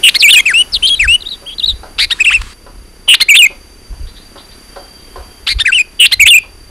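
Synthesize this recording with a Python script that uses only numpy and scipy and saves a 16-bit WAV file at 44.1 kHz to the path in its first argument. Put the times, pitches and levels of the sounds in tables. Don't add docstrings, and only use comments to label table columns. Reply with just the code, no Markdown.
import sys
import numpy as np
from scipy import signal
from scipy.fft import rfft, irfft, next_fast_len
from scipy.io import wavfile
from scipy.ndimage import uniform_filter1d

SR = 44100
rng = np.random.default_rng(int(sys.argv[2]) if len(sys.argv) > 2 else 0)


def generate_wav(signal):
    frames = np.transpose(np.atleast_2d(signal))
    scaled = np.clip(frames, -1, 1) * 32767
    pcm = np.round(scaled).astype(np.int16)
    wavfile.write(sys.argv[1], SR, pcm)


N = 295457
TIME = np.arange(N) / SR


def amp(db):
    return 10 ** (np.asarray(db) / 20)


def unit_rms(x):
    return x / np.sqrt(np.mean(x ** 2) + 1e-20)


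def follow(rows, t):
    time_s, *columns = np.transpose(rows)
    return [np.interp(t, time_s, column) for column in columns]


def at_hz(points, hz):
    freq_hz, value = np.transpose(points)
    return np.interp(np.log(hz + 1), np.log(freq_hz + 1), value)


def noise(spectrum, size):
    n = next_fast_len(size)
    gain = amp(at_hz(spectrum, np.fft.rfftfreq(n, 1 / SR)))
    return unit_rms(irfft(rfft(rng.standard_normal(n)) * gain, n)[:size])


def wander(rate_hz, size):
    n = next_fast_len(size + 4096)
    lowpass = np.exp(-(np.fft.rfftfreq(n, 1 / SR) / rate_hz) ** 2)
    return unit_rms(irfft(rfft(rng.standard_normal(n)) * lowpass, n))[:size]


def add(mix, start_s, sound):
    part = mix[max(round(start_s * SR), 0):][:len(sound)]
    part += sound[:len(part)]


def gate(t, start_s, end_s, edge_s):
    return np.sin(np.pi / 2 * np.clip(np.minimum(t - start_s, end_s - t) / edge_s, 0, 1)) ** 2


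def syllable(shape, start_s, length_s, pitch_hz, level_db):
    return [(start_s + frac * length_s, pitch_hz * ratio, level_db + db) for frac, ratio, db in shape]


def syrinx(contour, trills, rough, grain_hz=650, jitter=0.05):
    t = np.arange(contour[0][0], contour[-1][0], 1 / SR)
    hz, db = follow(contour, t)
    hz = uniform_filter1d(hz, size=130)
    for start_s, end_s, flutter_hz, depth, trill_rough in trills:
        active = gate(t, start_s, end_s, 0.0022)
        hz = hz * (1 + depth * active * np.sin(2 * np.pi * flutter_hz * (t - start_s)))
        rough = rough + trill_rough * active
    hz = hz * (1 + jitter * rough * wander(grain_hz, len(t)))
    phase = 2 * np.pi * np.cumsum(hz) / SR
    shake = 1 + rough * (wander(grain_hz, len(t)) + 1j * wander(grain_hz, len(t)))
    envelope = amp(db) * shake * gate(t, t[0], t[-1], 0.0011)
    return t, hz, phase, envelope


# length_frac, pitch_ratio, gain_db
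BUZZ_SHAPE = [(0, 1.03, -30), (.15, 1, 0.5), (.76, 0.91, 0), (.88, 1.12, 0.5), (.93, 1.3, -9.5),
              (1, 1, -29)]
# start_s, length_s, pitch_hz, level_db
BUZZES = [(0.028, 0.075, 2995, 1), (3.076, 0.085, 3010, 2), (5.991, .083, 2967, 3.5)]
FLUTTER_HZ = 241.7


def buzzes(depth=0.06, rough=0.25, flick_frac=0.73, flick_depth=0.2, flick_rough=0.5):
    for start_s, length_s, hz, db in BUZZES:
        flick_s = start_s + flick_frac * length_s
        body = (start_s, flick_s + 0.009, FLUTTER_HZ, depth, rough)
        flick = (flick_s, start_s + length_s, FLUTTER_HZ, flick_depth, flick_rough)
        yield syllable(BUZZ_SHAPE, start_s, length_s, hz, db), [body, flick]


# length_frac, pitch_ratio, gain_db
WARBLE_SHAPE = [(0, .83, -25.5), (.035, 1, -2), (.08, 1.2, 1), (.14, .98, 5), (.22, .95, 1),
                (.27, .91, -3.5), (.35, 1.14, 4), (.39, 1.1, -2), (.48, 1.48, 0.5), (.53, 1.52, -8),
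                (.585, 1.22, 5), (.71, 1.17, -4), (.755, 1, 2.5), (.865, 1.16, 2.5), (.925, 1, -12.5),
                (.97, 1.05, 0.5), (1, 1.2, -28)]
# start_s, length_s, pitch_hz, level_db, droop_frac, dip_db
WARBLES = [(.222, 0.19, 2416, 1, .15, 3), (3.283, 0.19, 2391, 3, .13, 7.5),
           (6.194, .198, 2347, 4.5, 0, 22.5)]


def warbles(flutter_hz=370, depth=0.11, rough=0.65):
    for start_s, length_s, hz, db, droop_frac, dip_db in WARBLES:
        time_s, pitch_hz, level_db = np.transpose(syllable(WARBLE_SHAPE, start_s, length_s, hz, db))
        progress = (time_s - start_s) / length_s
        pitch_hz = pitch_hz * (1 - droop_frac * np.interp(progress, (0.8, 0.92), (0, 1)))
        level_db = level_db - dip_db * np.interp(progress, (0.22, 0.27, 0.34), (0, 1, 0))
        crack = (start_s + 0.36 * length_s, start_s + 0.475 * length_s, flutter_hz, depth, rough)
        yield np.transpose([time_s, pitch_hz, level_db]), [crack]


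# length_frac, pitch_ratio, gain_db
TWITTER_SHAPE = [(0, 0.73, -37), (.035, 1.06, -5.5), (.085, 1.15, -30), (.13, 1, -1.5), (.19, .74, -24),
                 (.28, .71, -22), (.36, .96, -7), (.44, 0.997, 2), (.49, .85, -28), (.545, 1.02, 0),
                 (.6, 1.189, -22), (.69, 1.02, -1), (.84, .98, -4.5), (1, .88, -24.5)]
# start_s, length_s, pitch_hz, level_db
TWITTERS = [(1.203, 0.16, 3844, -14.5), (1.58, .149, 3864, -3.5)]


def twitters(quiver_frac=0.72, flutter_hz=168, depth=0.037, rough=0.16):
    for start_s, length_s, hz, db in TWITTERS:
        quiver = (start_s + quiver_frac * length_s, start_s + length_s, flutter_hz, depth, rough)
        yield syllable(TWITTER_SHAPE, start_s, length_s, hz, db), [quiver]


# start_s, length_s, from_hz, to_hz, level_db, bow_frac, roughness
NOTES = [(0.365, 0.044, 3285, 3310, -6, -0.011, 0.15), (0.454, 0.076, 2714, 1483, -3, 0.016, 0.05),
         (0.533, 0.093, 2585, 3000, -4.5, 0.0084, 0.02), (0.824, .046, 3080, 3295, -4, -0.036, .1),
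         (0.865, .037, 4110, 3270, -6.5, 0.089, 0.46), (0.893, 0.06, 3253, 3260, -6, 0.019, 0.05),
         (0.945, 0.045, 4010, 3820, -20.5, 0, 0.22), (0.992, 0.074, 2747, 1520, -3, -0.00062, 0.03),
         (1.074, 0.089, 2586, 2992, -4, 0.0027, 0), (1.459, 0.046, 3080, 3250, -22.5, 0.035, 0),
         (1.49, 0.056, 2970, 3360, -25.5, 0.016, 0.27), (2.188, 0.021, 1870, 1830, -18.5, 0.051, 0.1),
         (2.199, 0.029, 2647, 2536, -1, -.02, 0), (2.257, 0.045, 2506, 2520, -3, .1, 0),
         (2.293, 0.047, 2380, 3100, -14.5, .03, 0.54), (2.302, 0.04, 1258, 2400, -17, -0.037, 0.24),
         (2.332, .038, 2563, 2603, -3.5, 0.056, 0), (2.36, 0.024, 2440, 2500, -15.5, 0.004, 0),
         (5.643, .018, 1610, 1800, -21, 0.015, 0.05), (5.652, 0.021, 2580, 2380, -2, .04, 0),
         (5.667, 0.041, 2130, 1524, -3, -0.096, 0), (5.718, 0.025, 2675, 2730, -3, 0.02, 0.08),
         (5.739, 0.065, 3098, 2450, -4, 0.0044, 0), (5.784, 0.037, 2473, 2530, -3.5, -0.0044, 0)]


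def plain_notes(scoop_s=0.009, drop_s=0.00724, db_per_octave=9.5, flutter_hz=175, depth_per_rough=0.084):
    progress = np.linspace(0, 1, 7)
    for start_s, length_s, from_hz, to_hz, db, bow_frac, rough in NOTES:
        end_s = start_s + length_s
        time_s = start_s + scoop_s + progress * max(length_s - scoop_s - drop_s, 1 / SR)
        pitch_hz = (from_hz + progress * (to_hz - from_hz)) * (1 + bow_frac * np.sin(np.pi * progress))
        level_db = db + db_per_octave * np.log2(pitch_hz / from_hz)
        scoop = (start_s, 0.82 * from_hz, db - 15)
        drop = (end_s, 0.919 * to_hz, level_db[-1] - 9.5)
        flutter = (start_s, end_s, flutter_hz, depth_per_rough * rough, rough)
        yield [scoop, *zip(time_s, pitch_hz, level_db), drop], [flutter]


# start_s, length_s, from_hz, to_hz, level_db, flutter_frac
SWEEPS = [(0.187, 0.049, 5730, 2950, -2.5, 0.082), (0.326, .03, 4800, 3290, -2, 0.041),
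          (.721, 0.052, 5490, 2970, -4.5, 0.082), (2.242, 0.02, 3600, 2160, -2.5, .01)]


def sweeps(peak_frac=0.44, flutter_hz=172, rough=0.16):
    for start_s, length_s, from_hz, to_hz, db, depth in SWEEPS:
        end_s = start_s + length_s
        peak = (start_s + peak_frac * length_s, from_hz + peak_frac * (to_hz - from_hz), db)
        flutter = (start_s + length_s / 5, end_s, flutter_hz, depth, rough)
        yield [(start_s, from_hz, db - 21), peak, (end_s, to_hz, db - 7)], [flutter]


# freq_hz, gain_db
OVERTONES = [(2800, -21.5), (5000, -17.5), (6300, -21.5), (7500, -17), (9500, -13.5), (11500, -31),
             (13500, -40)]
# time_s, gain_db
BRIGHTNESS = [(.35, 0), (.5, 1), (1.15, -2), (1.6, -8), (2.3, -1.5), (3.3, -8), (5.5, -9), (5.8, 0),
              (6, -9.5)]


def whistled_voice(hiss_db=-31, rough=0.023, unsteady_db=3):
    out = np.zeros(N)
    for contour, trills in (*buzzes(), *warbles(), *twitters(), *plain_notes(), *sweeps()):
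        t, hz, phase, envelope = syrinx(contour, trills, rough)
        brightness_db = follow(BRIGHTNESS, t)[0]
        tone = np.exp(1j * phase)
        for order, order_db in ((2, -7), (3, 0), (4, -10), (5, -3)):
            db = at_hz(OVERTONES, order * hz) + brightness_db + order_db
            tone += amp(db + unsteady_db * wander(60, len(t))) * np.exp(1j * order * phase)
        hiss = amp(hiss_db) * abs(envelope) * noise(THROAT, len(t))
        add(out, t[0], (envelope * tone).imag + hiss)
    return out


# length_frac, pitch_ratio, gain_db
CHIP_SHAPE = [(0, .58, -25.5), (.3, .77, -5), (.5, 1, -3.5), (.76, 0.97, -3), (1, .95, -32.5)]
# start_s, length_s, pitch_hz, level_db
CHIPS = [(0.142, 0.034, 2197, 1.5), (2.1, 0.04, 1916, -3), (3.2, 0.037, 2153, 4),
         (5.586, 0.045, 1842, -2.5), (6.113, 0.037, 2115, 1.5)]


def chips():
    return [(syllable(CHIP_SHAPE, *row), []) for row in CHIPS]


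# length_frac, pitch_ratio, gain_db
RASP_SHAPE = [(0, 0.55, -25), (.12, 0.56, 0.5), (.35, .88, -0.5), (.62, 0.96, 0), (.88, .95, -2),
              (1, .9, -15)]
# start_s, length_s, pitch_hz, level_db, flutter_frac
RASPS = [(1.982, 0.074, 2290, -6, .11), (5.465, 0.072, 2262, -8.5, 0.068)]


def rasps(rough=0.15):
    for start_s, length_s, hz, db, depth in RASPS:
        flutter = (start_s, start_s + length_s, FLUTTER_HZ, depth, rough)
        yield syllable(RASP_SHAPE, start_s, length_s, hz, db), [flutter]


# freq_hz, gain_db
THROAT = [(1200, -12), (2000, -10), (2900, 3), (4600, -3), (5700, -25.5), (10000, -18.5), (14000, -43)]


def hoarse_voice(clearing_s=0.0072, hiss_db=-23, rough=0.17):
    out = np.zeros(N)
    orders = np.arange(1, 7)[:, None]
    for contour, trills in (*chips(), *rasps()):
        start_s, end_s = contour[0][0], contour[-1][0]
        age_s = np.arange(start_s, end_s, 1 / SR) - start_s
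        hoarseness = np.exp(-age_s / clearing_s)
        t, hz, phase, envelope = syrinx(contour, trills, rough + hoarseness)
        weights = amp(at_hz(THROAT, orders * hz))
        tone = (weights * np.exp(1j * orders * phase)).sum(0) / np.linalg.norm(weights, axis=0)
        hiss = amp(hiss_db) * abs(envelope) * (1 + 2 * hoarseness) * noise(THROAT, len(t))
        add(out, start_s, (envelope * tone).imag + hiss)
    return out


# time_s, left_minus_right_db
FACING = [(.35, 1), (.5, 3.7), (1.15, 3), (1.6, 2), (2.3, 2), (3.1, 0), (3.5, 0), (5.5, 2), (5.8, 3.3),
          (6, .3)]


def head_turns(song):
    return song * amp(follow(FACING, TIME)[0] * np.array([[0.5], [-0.5]]))


def near_echoes(song):
    out = np.zeros(N)
    for delay_s, gain_db in ((0.0037, -24), (0.0079, -28), (0.0143, -32)):
        add(out, delay_s, amp(gain_db) * song)
    return out


# freq_hz, t60_s
YARD_DECAY = [(300, 0.25), (1500, 0.45), (2600, 0.25), (4000, 0.38), (8000, 0.095), (15000, 0.016)]


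def yard_reverb(x, spread=0.28, build_s=0.0036):
    hz, t, bands = signal.stft(rng.standard_normal((2, SR // 2)), SR, nperseg=256)
    decay = amp(-60 * t / at_hz(YARD_DECAY, hz)[:, None])
    mid, side = signal.istft(bands * decay, SR, nperseg=256)[1]
    onset = np.minimum(np.arange(len(mid)) / SR / build_s, 1)
    tail = np.array([mid + spread * side, mid - spread * side]) * onset
    return signal.fftconvolve(x[None], tail / np.linalg.norm(tail[0]), axes=1)[:, :N]


# start_s, gain_db
BLOWS = [(1.42, -28), (1.832, -18.5), (2.663, -23.5), (3.078, -16), (3.501, -25), (3.927, -33),
         (4.357, -22), (4.759, -16.5), (5.157, -17.5), (6.435, -28)]
# freq_hz, gain_db
BLOW_SPECTRUM = [(150, -24), (300, 1), (550, 4), (850, 0), (1400, -2), (2200, -21), (5000, -17.5),
                 (10000, -64)]


def hammer(level_db=-8, attack_s=0.0013, t60_s=0.12):
    out, t = np.zeros(N), np.arange(SR // 3) / SR
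    envelope = amp(level_db - 60 * t / t60_s) * np.minimum(t / attack_s, 1)
    for start_s, gain_db in BLOWS:
        add(out, start_s, amp(gain_db) * envelope * noise(BLOW_SPECTRUM, len(t)))
    return out


# start_s, level_db
FAR_CHIRPS = [(4.059, -41.5), (4.149, -41.5), (4.365, -39.5), (4.495, -46), (4.771, -60), (4.98, -52)]


def far_bird(from_hz=1600, to_hz=2150, length_s=0.048):
    out = np.zeros(N)
    for start_s, db in FAR_CHIRPS:
        contour = [(start_s, from_hz, db), (start_s + length_s, to_hz, db)]
        t, hz, phase, envelope = syrinx(contour, trills=[], rough=1)
        tone = sum(amp(at_hz(THROAT, k * hz)) * np.exp(1j * k * phase) for k in (1, 2, 3))
        add(out, start_s, (envelope * tone).imag * gate(t, start_s, t[-1], length_s / 2))
    return out


def rustle(level_db=-37, tick_db=-23):
    spectrum_hz_db = [(500, -48), (1100, -17.5), (3000, -22), (4200, -21), (6000, -29), (8500, -26),
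                      (13000, -48)]
    body = amp(level_db) * gate(TIME, 2.1, 2.54, 0.0087)
    tick = amp(tick_db) * gate(TIME, 2.416, 2.421, 0.00012)
    return (body + tick) * noise(spectrum_hz_db, N)


# peak_s, level_db
PUFFS = [(0.781, -21), (1.07, -9.5), (1.733, -13.5), (2.038, -21.5), (2.403, -10.5), (2.787, -24.5),
         (3.919, -18), (4.03, -14), (5.199, -23), (5.568, -10), (6.222, -12), (6.612, -31)]
# freq_hz, gain_db
BUFFET_SPECTRUM = [(10, -15.5), (30, 4), (55, -3), (90, -9), (150, -28), (400, -60), (1000, -102)]


def buffeting(steady_db=-41, puff_hz=50, lumps_db=-10, lumps_s=0.042):
    rumble_gain, swings = np.full(N, amp(steady_db)), np.zeros(N)
    for peak_s, db in PUFFS:
        cycles = (TIME - peak_s) * puff_hz
        swings += amp(db) * np.cos(2 * np.pi * cycles) * np.exp(-np.minimum(2 * cycles ** 2, 20))
        rumble_gain += amp(db + lumps_db) * np.exp(-abs(TIME - peak_s) / lumps_s)
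    return swings + rumble_gain * noise(BUFFET_SPECTRUM, N)


# freq_hz, gain_db
MOTOR_SPECTRUM = [(80, -48), (190, 1.5), (280, -2.5), (380, 1), (520, -11), (900, -51), (2000, -71)]


def motor(level_db=-45, firing_hz=34.05, fade_db_per_s=0.6):
    cycles = firing_hz * TIME + 0.05 * wander(2.2, N)
    puffs = np.exp(-(cycles % 1) / 0.34) * noise(MOTOR_SPECTRUM, N)
    return amp(level_db - fade_db_per_s * TIME) * unit_rms(puffs)


# start_s, end_s, pitch_hz, level_db
THIN_TONES = [(4.65, 5.5, 3200, -52), (3.3, 4.1, 6280, -57), (4.75, 5.55, 11650, -57)]
# time_s, whine_db, hush_gain_db
BACKGROUND = [(0, -47, 11), (1, -48, 4.5), (1.4, -43, 3), (2.8, -49.5, -2), (4.2, -44.5, 0.5),
              (4.9, -41.5, 2.5), (5.8, -47, -0.5), (6.7, -45.5, -1)]


def whine(pitch_hz=4646, beat_hz=27, waver_hz=12):
    def tone(hz, db):
        phase = 2 * np.pi * np.cumsum(hz + waver_hz * wander(76, N)) / SR
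        return amp(db + 2 * wander(40, N)) * np.sin(phase)
    whine_db = follow(BACKGROUND, TIME)[0]
    faint = sum(gate(TIME, start_s, end_s, 0.11) * tone(hz, db) for start_s, end_s, hz, db in THIN_TONES)
    return tone(pitch_hz, whine_db - 2) + tone(pitch_hz + beat_hz, whine_db - 1) + faint


# freq_hz, gain_db
HUSH_SPECTRUM = [(60, -27), (130, -5.5), (370, -8.5), (700, -10.5), (1500, -11.5), (3000, -14), (4000, -20),
                 (6200, -17), (7600, -23.5), (10400, -12.5), (12500, -23), (15500, -49)]


def hush(level_db=-44.5, side_db=-16):
    side = amp(side_db) * noise(HUSH_SPECTRUM, N) * np.array([[1], [-1]])
    gain_db = follow(BACKGROUND, TIME)[1] + 0.5 * wander(3.4, N)
    return amp(level_db + gain_db) * (noise(HUSH_SPECTRUM, N) + side)


def scene(song_wet_db=-29, far_wet_db=-6):
    song = whistled_voice() + hoarse_voice()
    far = hammer() + far_bird()
    echoes = near_echoes(song) + yard_reverb(amp(song_wet_db) * song + amp(far_wet_db) * far)
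    return head_turns(song) + echoes + far + hush() + rustle() + buffeting() + motor() + whine()


def record(dry, ceiling=0.82, cutoff_hz=15650):
    oversampled = signal.resample_poly(dry, 2, 1, axis=1)
    clipped = signal.resample_poly(np.clip(oversampled, -ceiling, ceiling), 1, 2, axis=1)
    lowpass = signal.firwin(511, cutoff_hz, window=("kaiser", 9), fs=SR)
    return signal.oaconvolve(clipped, lowpass[None], "same", axes=1)


dry = scene()
out = record(dry)
generate_wav(out)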